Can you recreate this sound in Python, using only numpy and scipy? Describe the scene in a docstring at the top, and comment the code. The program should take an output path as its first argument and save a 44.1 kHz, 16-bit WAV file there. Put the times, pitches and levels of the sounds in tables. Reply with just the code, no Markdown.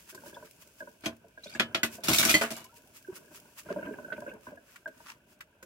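"""A wet sponge fizzes and swishes, and water squeezed from it patters and plops with dull, hollow taps.
Then crockery knocks and cutlery clatters in a steel sink, as a steel bowl is pulled from the pile.
Struck dishes are sums of decaying modes with filtered noise for the contact; foam and running water
are modulated noise with short bursts; bubbles and drips are gliding, decaying sines.
A small, quiet kitchen answers; two microphones about ten centimetres apart listen from close by."""
import sys
import numpy as np
from scipy import signal
from scipy.fft import rfft, irfft, next_fast_len
from scipy.io import wavfile
from scipy.ndimage import map_coordinates

SR = 44100
rng = np.random.default_rng(int(sys.argv[2]) if len(sys.argv) > 2 else 0)


def dump(signal):
    """Clip the signal to [-1, 1] and save it as 16-bit WAV at the path in sys.argv[1]."""
    limited = np.clip(np.atleast_2d(signal).T, -1, 1)
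    pcm = np.round(limited * 32767).astype(np.int16)
    wavfile.write(sys.argv[1], SR, pcm)


N = 249165  # length (samples)
MIC_DELAY = 0.00028  # travel time between the microphones (s)
RIPPLE_DB = 5.5  # how far narrow resonances stand out of the treble of blows and ticks (dB)
PLINK_RISE_PER_S = 2.8  # a plink's pitch climbs as it dies (share per second)

# treble spectrum of hard contacts: f/Hz, density/dB per Hz
SPARKLE_SPECTRUM = [(1500, -41.5), (3500, -2.5), (5000, 3), (7000, 3.5), (10000, 0.5), (13000, 0.5),
                    (16000, -5.5)]


def amp(db):
    """Level to amplitude: 20 dB is a factor of ten."""
    return 10 ** (np.asarray(db) / 20)


def unit(x):
    """Normalisation by the mean square: x at rms 1."""
    return x / np.sqrt(np.mean(x ** 2) + 1e-20)


def along(points, hz):
    """Interpolation on a logarithmic frequency axis through (f/Hz, value) points."""
    f, v = np.transpose(points)
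    return np.interp(np.log(hz + 1), np.log(f + 1), v)


def level(rows):
    """Envelope: gain for each sample, linear in decibels between (t/s, level/dB) rows."""
    s, db = np.transpose(rows)
    return amp(np.interp(np.arange(N) / SR, s, db))


def wobble(rate):
    """Band-limited random modulation: a smooth curve through `rate` random knots a second."""
    knots = rng.standard_normal(int(N * rate / SR) + 4)
    return map_coordinates(knots, [np.arange(N) * rate / SR])


def swell(s, half):
    """Hyperbolic-secant envelope of one stroke: it rises to 1 at time s and falls away again."""
    return 1 / np.cosh(np.clip((np.arange(N) / SR - s) / half, -20, 20))


def fade(t, t60, attack, hold=0):
    """Exponential decay after a quick rise; reflections between the sink walls hold it up at first."""
    decay = amp(-60 * (np.hypot(t, hold) - hold) / t60)
    return decay * (1 - np.exp(-t / attack))


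def noise(spectrum, size=N, ripple_db=0):
    """Diffuse-field noise of rms 1: coherent between the microphones in the bass; ripple adds resonances."""
    m = next_fast_len(size)
    hz = np.fft.rfftfreq(m, 1 / SR)
    # a sinc coherence sets the balance of mid and side
    turn = np.arccos(np.sinc(2 * hz * MIC_DELAY)) / 2
    white = rfft(rng.standard_normal((2, m)))
    knots = np.arange(0, SR / 2, 55)
    peaks = np.array([np.interp(hz, knots, row) for row in rng.standard_normal((2, len(knots)))])
    colour = amp(along(spectrum, hz) + ripple_db * peaks * hz / (hz + 1200))
    mid, side = irfft(white * colour * [np.cos(turn), np.sin(turn)], m)[:, :size]
    return unit(np.array([mid + side, mid - side]))


def ring(modes, t, attack, detune, scatter_db, spread=1):
    """Modal superposition: decaying sines of scattered strength, each with its own lag between the ears."""
    hz, db, t60 = np.transpose(modes)[:, :, None]
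    pitch, strength = rng.standard_normal((2, len(modes), 1))
    phase, direction = rng.uniform(-0.97, 1, (2, len(modes), 1))
    gain = amp(db + scatter_db * strength)
    swing = gain / np.linalg.norm(gain) * fade(t, t60, attack)
    lag = direction * spread * MIC_DELAY / 2
    turns = 2 * np.pi * hz * (1 + detune * pitch)
    ears = [swing * np.sin(turns * (t + ear * lag) + np.pi * phase) for ear in (-1, 1)]
    return np.sum(ears, axis=1)


def plink(hz, t60, rise):
    """Frequency glide of a decaying sine (rise: share of its pitch per second), from its own direction."""
    t = np.arange(int(SR * t60) + 2) / SR
    arrival = t + rng.uniform(-0.68, 0.39) * MIC_DELAY * np.array([[.5], [-.5]])
    return np.sin(2 * np.pi * hz * arrival * (1 + rise * t / 2)) * fade(t, t60, 0.0015)


def add(track, s, sound):
    """Linear superposition: mix a sound into the track at time s."""
    part = track[:, round(s * SR):][:, :sound.shape[-1]]
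    part += sound[..., :part.shape[-1]]


def sponge(count=64):
    """Bursting foam as modulated noise: each squeeze crackles, single bubbles pop, wet ones swish fuller."""
    # squeezes and rubs: t/s at the height, level/dB before the foam gain, half length/s, swish re fizz/dB
    squeezes = [(.005, -60, 0.019, -3.5), (0.103, -48.5, 0.01, -4), (0.279, -52.5, 0.021, -10.5),
                (0.46, -59.5, 0.0091, 3.5), (0.621, -54.5, 0.01, -4), (0.8, -57.5, 0.012, -6),
                (1.944, -47, 0.018, -16.5), (2.771, -56, 0.012, -28), (2.969, -52.5, 0.014, -6.5),
                (3.165, -48, 0.011, -5), (3.361, -50.5, 0.015, -7), (3.592, -46.5, 0.011, -1.5),
                (3.706, -67, 0.02, 12), (4.464, -63, 0.033, -0.5), (4.727, -63, 0.047, -0.5),
                (5.027, -64, 0.056, -1), (5.098, -58.5, 0.018, 10.5), (5.317, -64.5, 0.02, -5.5)]
    # foam fizzing by itself between the squeezes: t/s, level/dB before the foam gain
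    foam_rows = [(0, -61.5), (.85, -65.5), (1.2, -74), (2.75, -67.5), (3.4, -64.5), (3.95, -65),
                 (4.3, -65.5), (4.38, -74.5), (5.65, -79)]
    # spectrum of the fine fizz: f/Hz, density/dB per Hz
    fizz_spectrum = [(500, -78.5), (1200, -12.5), (2600, 6.5), (3800, -2.5), (5500, 3.5), (8000, 2),
                     (11000, 1.5), (15000, 0.5)]
    # spectrum of the fuller swish: f/Hz, density/dB per Hz
    swish_spectrum = [(300, -99), (900, 9.5), (1500, 12), (2600, 7.5), (4000, 1), (6000, 0.5), (10000, -9),
                      (15000, -16.5)]
    pops_per_s, pop_db = 7.3, 12.5  # inverse of the median gap, median level re the fizzing foam
    fizz = noise(fizz_spectrum, ripple_db=2)
    swish = noise(swish_spectrum, ripple_db=3)
    push = sum(amp(db) * swell(s, half) for s, db, half, _ in squeezes)
    wet = sum(amp(db + swish_db) * swell(s, half) for s, db, half, swish_db in squeezes)

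    pops, t = np.zeros((1, N)), np.arange(SR // 20) / SR
    gap, size = rng.standard_normal((count, 2)).T
    times = np.cumsum(np.exp(.5 * gap)) / pops_per_s
    for s, db in zip(times, pop_db + 3 * size):
        add(pops, s, amp(db) * fade(t, 0.026, .0005))

    crackle = unit(amp(1.5 * wobble(490)))
    foam = np.hypot(level(foam_rows) * np.hypot(1, pops), push) * fizz * crackle
    splashes = unit(amp(3.5 * wobble(420) + 1.5 * wobble(60)))
    return amp(2.0) * foam + wet * swish * splashes


def flow():
    """Power sum of the running water: each runoff starts, thins out and stops over a faint trickle."""
    # water running off the sponge and the dishes: t/s at the start, length/s, level/dB at the start
    runoffs = [(0.125, 0.33, -57), (1.053, 0.057, -51), (1.521, 1, -52), (2.547, 0.41, -64),
               (3.084, 0.394, -59.5), (3.647, 0.72, -48.5), (4.466, 0.061, -52.5)]
    rise_s, sag_db_per_s, release_s = 0.015, 9.5, 0.027
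    total = amp(-68)  # what keeps draining in between
    for s, length, db in runoffs:
        t = np.maximum(np.arange(N) / SR - s, 0)
        gate = np.minimum(t / rise_s, 1) * np.exp(-np.maximum(t - length, 0) / release_s)
        total = np.hypot(total, amp(db - sag_db_per_s * t) * gate)
    return total


def drops(running, count=220):
    """Random arrivals of small taps, their level following the flow; columns as the taps in water()."""
    per_s = 35  # inverse of the median gap
    gap, size, upper, middle, low_pitch, upper_pitch = rng.standard_normal((count, 6)).T
    s = np.cumsum(np.exp(0.59 * gap)) / per_s
    flow_db = 20 * np.log10(np.interp(s, np.arange(N) / SR, running))
    db = flow_db - 5 + 2 * size
    upper_db, middle_db = -1.5 + 3 * upper, 0.5 + 3 * middle
    low_hz = 467.4 * np.exp(.3 * low_pitch)
    upper_hz = 1561 * np.exp(.06 * upper_pitch)
    return np.transpose([s, db, upper_db, middle_db, low_hz, upper_hz])[s < N / SR]


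def water():
    """Soft blows have long contacts and drive the low, damped modes of wet steel; a dribble runs between."""
    # dull taps of water and sponge on steel, levels before the gains of the parts:
    # t/s, level/dB, upper tone/dB re level, middle tone/dB re level, low tone f/Hz, upper tone f/Hz
    taps = [(0.126, -48, -8, -20, 354, 1570), (.148, -44, -11, -1.5, 377, 1540),
            (0.176, -52, 3.5, -4, 350, 1570), (.235, -42, -16, -3.5, 569, 1520),
            (.26, -43.5, -12, -5, 600, 1500), (.274, -43, -14, -12, 310, 1610),
            (.327, -44.5, -10, -10, 360, 1626), (.359, -45, -8, -11, 550, 1630),
            (.368, -40, -10.5, 1, 584, 1494), (.425, -42.5, -12, -3, 594, 1520),
            (0.8048, -40, 0, -10, 635, 1620), (.821, -39, -7.5, -7.5, 586, 1536),
            (.873, -42, -7, -3.5, 582, 1534), (1.243, -46, -40, -31, 656, 1550),
            (1.375, -46.5, 0.5, -8.5, 642, 1595), (1.458, -37, -20, -20, 583, 1560),
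            (1.983, -38, -20, -13, 681, 1550), (3.075, -53.5, 2, -10, 304, 1500),
            (3.687, -36, -8.5, -24, 428, 1454), (3.703, -25, -14.5, -16, 585, 1584),
            (3.713, -30, -26, -29, 384, 1450), (3.761, -23.5, -35, -14.5, 609, 1540),
            (3.787, -32, -13.5, -17, 555, 1564), (3.827, -30, -9, -18, 617, 1520),
            (3.869, -31.5, -11.5, -10, 293, 1570), (3.885, -30, -19, -18, 284, 1583),
            (3.908, -30.5, -18.5, -26, 428, 1530), (3.937, -39.5, -8, -15, 340, 1635),
            (3.985, -36, -8.5, -6, 610, 1506), (4.046, -43.5, 2, -23, 576, 1520),
            (4.082, -41, -9, -20, 614, 1490), (4.102, -55.5, 14.5, -10, 470, 1523),
            (4.121, -30.5, -1.5, -16, 611, 1507), (4.179, -30.5, -15, -13, 595, 1530),
            (4.22, -34.5, -13.5, -7.5, 590, 1596), (4.264, -37, -5.5, -15, 526, 1510),
            (4.276, -32, -14, -24, 581, 1594), (4.315, -42, -4, -14, 507, 1560),
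            (4.333, -40, -23, -19, 214, 1590), (4.468, -40.5, -5.5, 0, 617, 1533),
            (4.519, -36, -20.5, -21, 596.4, 1550), (4.573, -48, -2, -14, 678, 1653),
            (4.858, -40.5, 7, -5, 638, 1573), (4.875, -38, -13, -13, 610, 1620),
            (5.003, -52, -6, 4, 605, 1512), (5.626, -44.5, -10, -9.5, 532, 1535)]
    # low modes of the wet steel: f/Hz, level/dB, t60/s
    hollow_modes = [(199, -7, 0.12), (253, -5.5, .11), (333, -4, 0.11), (432.3, -6.5, 0.15),
                    (554.7, -3.5, 0.13), (630, 2, 0.082)]
    # higher modes that ring with the upper tone: f/Hz, level/dB, t60/s
    rim_modes = [(1491, 0.5, 0.13), (1606, -2, 0.099), (1820, -12.5, 0.046), (2850, -19.5, .04)]
    # spectrum of the dribble: f/Hz, density/dB per Hz
    patter_spectrum = [(50, -10), (130, 0), (260, 2.5), (430, -3.5), (500, -23), (605, 2), (770, -24),
                       (930, -5), (1250, -16.5), (1530, -4), (1900, -22.5), (2700, -15.5), (3600, -39.5),
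                       (9000, -39.5)]
    middle_hz = 955  # centre of every tap's middle tone
    out, t, running = np.zeros((2, N)), np.arange(SR // 6) / SR, flow()
    lumps = unit(amp(3.5 * wobble(70) + 1.5 * wobble(10)))
    dribble = amp(-0.5) * running * noise(patter_spectrum) * lumps
    for s, db, upper_db, middle_db, low_hz, upper_hz in np.vstack([taps, drops(running)]):
        low = amp(-0.5) * ring(hollow_modes, t, attack=0.0077, detune=0.039, scatter_db=3.0)
        bloop = ring([(low_hz, 0, .055)], t, attack=0.007, detune=0.01, scatter_db=0, spread=0.6)
        middle = ring([(middle_hz, 0, .045)], t, attack=0.0013, detune=0.045, scatter_db=0)
        upper = amp(12) * ring([(upper_hz, 0, .04)], t, attack=0.003, detune=0.0066, scatter_db=0)
        rim = amp(-1.0) * ring(rim_modes, t, attack=0.0032, detune=0.013, scatter_db=-4.0)
        tap = low + amp(5.5) * bloop + amp(middle_db + 3.0) * middle + amp(upper_db) * (upper + rim)
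        add(out, s, amp(db) * tap)
    return out + dribble


def bubbles(hz, spread, t60, per_s, count):
    """Bubble resonance: a random stream of brief rising tones scattered around one pitch."""
    out = np.zeros((2, N))
    gap, size, pitch = rng.standard_normal((count, 3)).T
    times = np.cumsum(np.exp(.5 * gap)) / per_s
    rows = np.transpose([times, 2 * size, hz * np.exp(spread * pitch)])
    for s, db, bubble_hz in rows[times < N / SR]:
        add(out, s, amp(db) * plink(bubble_hz, t60, PLINK_RISE_PER_S))
    return out


def gurgle():
    """Bubble size sets pitch: large ones gurgle low, tiny ones spray and spatter as the sponge slaps down."""
    # bursts of wet spatter: t/s at the height, level/dB, half length/s
    spatters = [(3.717, -47.5, 0.017), (3.85, -45.5, 0.022), (3.942, -48, 0.0091), (4.167, -47, 0.008),
                (4.295, -40.5, 0.01)]
    running = flow()
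    spatter = sum(amp(db) * swell(s, half) for s, db, half in spatters)
    large = bubbles(hz=440, spread=.5, t60=.055, per_s=200, count=1300)
    fine = bubbles(hz=2500, spread=.12, t60=.012, per_s=700, count=3700)
    return amp(-1) * running * large + (amp(-12) * running + spatter) * fine


def clicks():
    """Brief excitation: light touches tick as short noise; plinks and drips sound around one pitch."""
    # light wet clicks: t/s, level/dB before trim, treble/dB re level before trim
    click_rows = [(0.1463, -47.5, 10), (1.437, -64, 4.5), (1.494, -46.5, 2), (2.6416, -53.5, 15),
                  (4.1245, -32.5, -29), (4.758, -38.5, -7), (4.8759, -45, -3), (4.9759, -56, 1.5),
                  (5.406, -33.5, -8.5), (5.626, -44, 2)]
    # spectrum of a tick: f/Hz, density/dB per Hz
    tick_spectrum = [(300, -39), (900, -11.5), (1400, 9), (2400, 4.5), (3500, -3.5), (4800, -14),
                     (7000, -26), (15000, -53)]
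    # small high plinks of drops and touching china: t/s, level/dB, f/Hz
    plink_rows = [(.343, -41, 3400), (1.436, -35, 3980), (1.442, -39.5, 5760), (1.466, -43.5, 3420),
                  (1.477, -41, 3700), (1.497, -41.5, 4400), (1.537, -37.5, 4680), (1.55, -29, 1650),
                  (1.554, -38, 2640)]
    # spectrum of the noise around a plink: multiple of its pitch, density/dB per Hz
    plink_spectrum = [(.4, -16), (.85, -11), (1, 0.5), (1.25, -11), (5, -31)]
    # thin gliding drips as the bowl is brought under the water:
    # t/s, level/dB, f/Hz at the start, t60/s, rise/share per second
    drips = [(2.651, -48, 993, .09, 2), (2.693, -56.5, 1300, .16, 2.5), (2.725, -56.5, 930, 0.33, 0.5),
             (3.047, -46, 1614, 0.064, -2.5)]
    out, t = np.zeros((2, N)), np.arange(SR // 10) / SR
    for s, db, treble_db in click_rows:
        tick = noise(tick_spectrum, size=len(t), ripple_db=RIPPLE_DB)
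        treble = noise(SPARKLE_SPECTRUM, size=len(t), ripple_db=RIPPLE_DB)
        touch = tick + amp(treble_db - 0.5) * treble
        add(out, s, amp(db - 5) * touch * fade(t, 0.07, 0.0015))
    for s, db, hz in plink_rows:
        halo = noise(np.multiply(plink_spectrum, [hz, 1]), size=len(t), ripple_db=11)
        halo = amp(-14) * halo * fade(t, 0.11, 0.0022, hold=0.0057)
        add(out, s, amp(db) * plink(hz, t60=0.037, rise=PLINK_RISE_PER_S))
        add(out, s, amp(db) * halo)
    for s, db, hz, t60, rise in drips:
        add(out, s, amp(db) * plink(hz, t60, rise))
    return out


def dishes():
    """Impact excitation: a blow clacks, rings the struck piece, which chatters, and thuds into the sink."""
    # dishes and cutlery striking, levels before the gains of the parts: t/s, level/dB, sink thud/dB re level,
    # treble/dB re level, clack centre f/Hz, t60/s of clack, treble and bump, piece, its ring/dB re level
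    clatter = [(1.037, -37, -0.5, -22.5, 1520, 0.26, "cup", -25),
               (1.0581, -21, -5, -10, 2310, 0.1, "cup", -4.5),
               (1.549, -39, 0.5, -31, 1720, 0.11, "saucer", -4.5),
               (1.5967, -12.5, -9, -16.5, 1850, 0.11, "china bowl", -3.5),
               (1.7463, -15, -12, -18, 2085, 0.11, "china bowl", -6),
               (1.8316, -14.5, -11.5, -6, 1825, 0.12, "saucer", -5.5),
               (2.036, -31, -8, 5, 2595, 0.61, "knife", -3.5),
               (2.083, -21, 0, 5.5, 1484, 0.32, "knife", -3),
               (2.132, -21, -15, 7, 2507, 0.33, "ladle", -0.5),
               (2.184, -17, -12.5, 5, 2450, 0.21, "spoon", 0),
               (2.228, -15, -17.5, -1, 1585, 0.14, "teaspoon", -17),
               (2.25, -19, -5, 4.5, 1570, 0.19, "teaspoon", -3.5),
               (2.293, -16.5, -12, 2.5, 2397, 0.25, "fork", -2),
               (2.3413, -15.5, -6.5, -2.5, 2040, 0.19, "steel bowl", 4.5),
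               (2.366, -26, -10, -3.5, 2300, 0.11, "steel bowl", -9.5),
               (2.412, -16, -30.5, -5.5, 1400, 0.2, "sink wall", -6),
               (2.433, -30.5, -4, -24, 925, 0.16, "sink wall", 5),
               (2.505, -31, -4, 6, 1940, 0.15, "knife", -11),
               (2.515, -32.5, -2, -8, 1980, 0.12, "sink wall", -20),
               (2.565, -36.5, -9, 3, 990, 0.19, "sink wall", -14.5),
               (2.604, -46, -4, -11.5, 1210, 0.15, "sink wall", -17)]
    # spectrum of the clack: multiple of its centre frequency, density/dB per Hz
    clack_spectrum = [(.2, -52), (.5, -10), (.72, -7), (1, -2), (1.6, -4.5), (2.3, -10), (3.4, -19),
                      (7, -44.5)]
    # spectrum of the bump in the sink: f/Hz, density/dB per Hz
    thud_spectrum = [(30, -56), (90, -5.5), (220, -4), (400, -3), (480, -18.5), (620, -4), (800, -9.5),
                     (1200, -10), (3000, -83)]
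    # modes of the sink: f/Hz, level/dB, t60/s
    sink_modes = [(76.3, -19.5, 0.25), (111, -15, 0.44), (166.5, -11, 0.17), (214.8, 6, 0.081),
                  (229, 0, 0.26), (313, 6, 0.15), (345, 4, 0.12), (529, -5, 0.17), (602, 1, 0.099),
                  (653, 4.5, 0.17), (728, -19, 0.099)]
    # modes of each china piece: f/Hz, level/dB, t60/s
    china = { "cup": [(1030, -4, 0.14), (1476, -3.5, 0.13), (2407, 2, 0.11), (2520, 1.5, 0.085),
             (3250, 2, 0.09), (6090, -5, 0.09), (6400, -3.5, 0.084), (8440, -7.5, 0.1), (11700, -6, 0.1)],
             "china bowl": [(1276, -9, .15), (1384, -2, .1), (1500, -1, .07), (1696, -9, .2),
             (1770, 0, .07), (1950, 0, .08), (2374, 1, .08), (2500, -3, .11), (3085, -10, .22),
             (3321, 0, .1), (3451, -7, .11), (4210, -5, .095)], "saucer": [(1470, -0.5, 0.09),
             (2000, -0.5, 0.078), (2573, -14, 0.2), (3220, -27, .09), (6670, -3.5, 0.055), (8118, -11, 0.1),
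             (11730, -13, 0.1)]}
    # modes of each steel piece: f/Hz, level/dB
    steel = { "knife": [(1380, 0), (2450, 0), (2850, -2), (3450, -2), (4250, -1), (5580, -1), (5700, -1),
             (8350, -2), (11000, -2)], "ladle": [(2234, 1), (2403, -1), (2491, 1), (2680, -4), (3660, -3),
             (4054, -6), (5300, -4), (5538, -3), (5765, -4), (8166, -5)], "spoon": [(2234, 0), (3580, -2),
             (3730, 1), (4054, -1), (5200, -3), (5373, -5), (5760, -3), (7456, -7), (9950, -8),
             (14650, -8)], "teaspoon": [(1490, -2), (2250, -1), (5760, -2), (5850, 0)], "fork": [(1303, -5),
             (2223, 0), (2396, -1), (2491, -3), (4650, -7), (5950, -5), (6035, -2)],
             "steel bowl": [(312, -6), (1995, -4), (2028, 0), (2065, -5), (2495, -9), (3085, -10),
             (3165, -9), (4380, -11), (4457, -8), (6665, -14)], "sink wall": [(235, -3), (431, -2),
             (532, -2), (580, -4), (668, 1), (920, -8), (1222, -9), (1400, -4), (1485, 0), (1690, -5),
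             (2685, -6), (2900, -7)]}
    steel_t60 = .145  # hands and neighbouring dishes keep steel from ringing long (s)
    pieces = dict(china)
    for name, modes in steel.items():
        pieces[name] = [(hz, db, steel_t60) for hz, db in modes]

    out, t = np.zeros((2, N)), np.arange(SR // 4) / SR
    for s, db, thud_db, treble_db, hz, t60, piece, ring_db in clatter:
        contact = fade(t, t60, .001, hold=0.0025) + amp(-4) * fade(t, .012, .0002)
        clack = noise(np.multiply(clack_spectrum, [hz, 1]), size=len(t), ripple_db=-1.5)
        clack = amp(-9.5) * clack * contact
        chatter = 1 + .25 * wobble(220)[:len(t)]  # the piece against the pile
        body = ring(pieces[piece], t, attack=.0005, detune=.002, scatter_db=1.5, spread=.8)
        body = amp(ring_db) * chatter * body
        grit = amp(2.2 * wobble(450)[:len(t)])
        sparkle = noise(SPARKLE_SPECTRUM, size=len(t), ripple_db=RIPPLE_DB)
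        sparkle = amp(treble_db - 10.0) * grit * sparkle * fade(t, t60, 0.00067, hold=0.0058)
        sink = amp(1) * ring(sink_modes, t, attack=0.0063, detune=0.0074, scatter_db=5.0, spread=1.4)
        bump = amp(-6.5) * noise(thud_spectrum, size=len(t)) * fade(t, t60, 0.0049, hold=0.002)
        add(out, s, amp(db) * (clack + sparkle + body + amp(thud_db) * (sink + bump)))
    return out


def cutlery():
    """Sliding friction as resonant noise: skids run in tiny jolts, each with its own set of resonances."""
    # dishes and cutlery skidding over one another: t/s at the height, level/dB, half length/s
    skids = [(1.05, -45.5, 0.0097), (1.524, -52.5, 0.057), (2.112, -26.5, 0.018), (2.153, -28, 0.0094),
             (2.215, -24, 0.015), (2.287, -30.5, 0.006), (2.313, -25.5, 0.015), (2.576, -52, 0.048)]
    # spectrum of a skid: f/Hz, density/dB per Hz
    scrape_spectrum = [(35, -48), (60, -13.5), (305, -8), (475, -40.5), (657, -4), (792, -25), (1520, -9.5),
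                       (1830, -26), (2250, -7.5), (2910, -12), (5710, -23.5), (6410, -23), (15500, -33)]
    jolts = unit(amp(3.5 * wobble(260)))
    return jolts * sum(amp(db) * swell(s, half) * noise(scrape_spectrum, ripple_db=8.0)
                       for s, db, half in skids)


def plop(hz=372, length=0.022):
    """Trapped-air resonance: a large bubble sounds for a few cycles and bursts."""
    out, t = np.zeros((2, N)), np.arange(SR // 10) / SR
    burst = 1 / (1 + (t / length) ** 16)  # steep cut-off after `length` seconds
    add(out, 3.085, amp(-33.5) * np.sin(2 * np.pi * hz * t) * fade(t, 0.64, 0.0013) * burst)
    return out


def kitchen(x):
    """Reverberation by convolution: hard walls return a short tail whose decay depends on frequency."""
    # reverberation of the kitchen: f/Hz, t60/s
    reverberation = [(100, 0.38), (400, 0.74), (2000, 0.3), (8000, 0.21), (15000, 0.12)]
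    hz, t, z = signal.stft(rng.standard_normal((2, SR // 2)), SR, nperseg=256)
    decay = fade(t, along(reverberation, hz)[:, None], 0.00097)
    tail = signal.istft(z * decay, SR, nperseg=256)[1]
    return signal.fftconvolve(x, tail / np.linalg.norm(tail[0]), axes=1)[:, :N]


def scene():
    """Superposition of everything in the sink, its echo and the quiet air of the room."""
    # spectrum of the room air: f/Hz, density/dB per Hz
    air_spectrum = [(25, -25), (45, 1.5), (115, 1.5), (260, -11.5), (450, -13), (620, -0.5), (800, -18.5),
                    (1150, -27.5), (1480, -5), (1850, -21.5), (2600, -7.5), (5000, -33.5), (15000, -38.5)]
    soft = water() + gurgle() + plop()
    hard = clicks() + dishes() + cutlery()
    echo = kitchen(amp(-33.5) * hard + amp(-19.0) * soft)
    return sponge() + soft + hard + echo + amp(-69.5) * noise(air_spectrum)


def record(dry):
    """Linear filtering: each microphone has a slight colour, less deep bass and an upper band limit."""
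    # colour of the microphones: f/Hz, left minus right/dB
    ports = [(150, 0.5), (340, -1.5), (600, -2), (950, 4.5), (1500, -2), (2200, 1), (5000, .5), (12000, 0)]
    top_hz, bass_hz = 15900, 42.
    m = next_fast_len(N + SR // 4)
    hz = np.fft.rfftfreq(m, 1 / SR)
    colour = amp(along(ports, hz) * np.array([[.5], [-.5]]))
    low_cut = hz ** 3 / np.sqrt(hz ** 6 + bass_hz ** 6)
    return irfft(rfft(dry, m) * colour * low_cut * (hz < top_hz), m)[:, :N]


dry = scene()
out = record(dry)
dump(out)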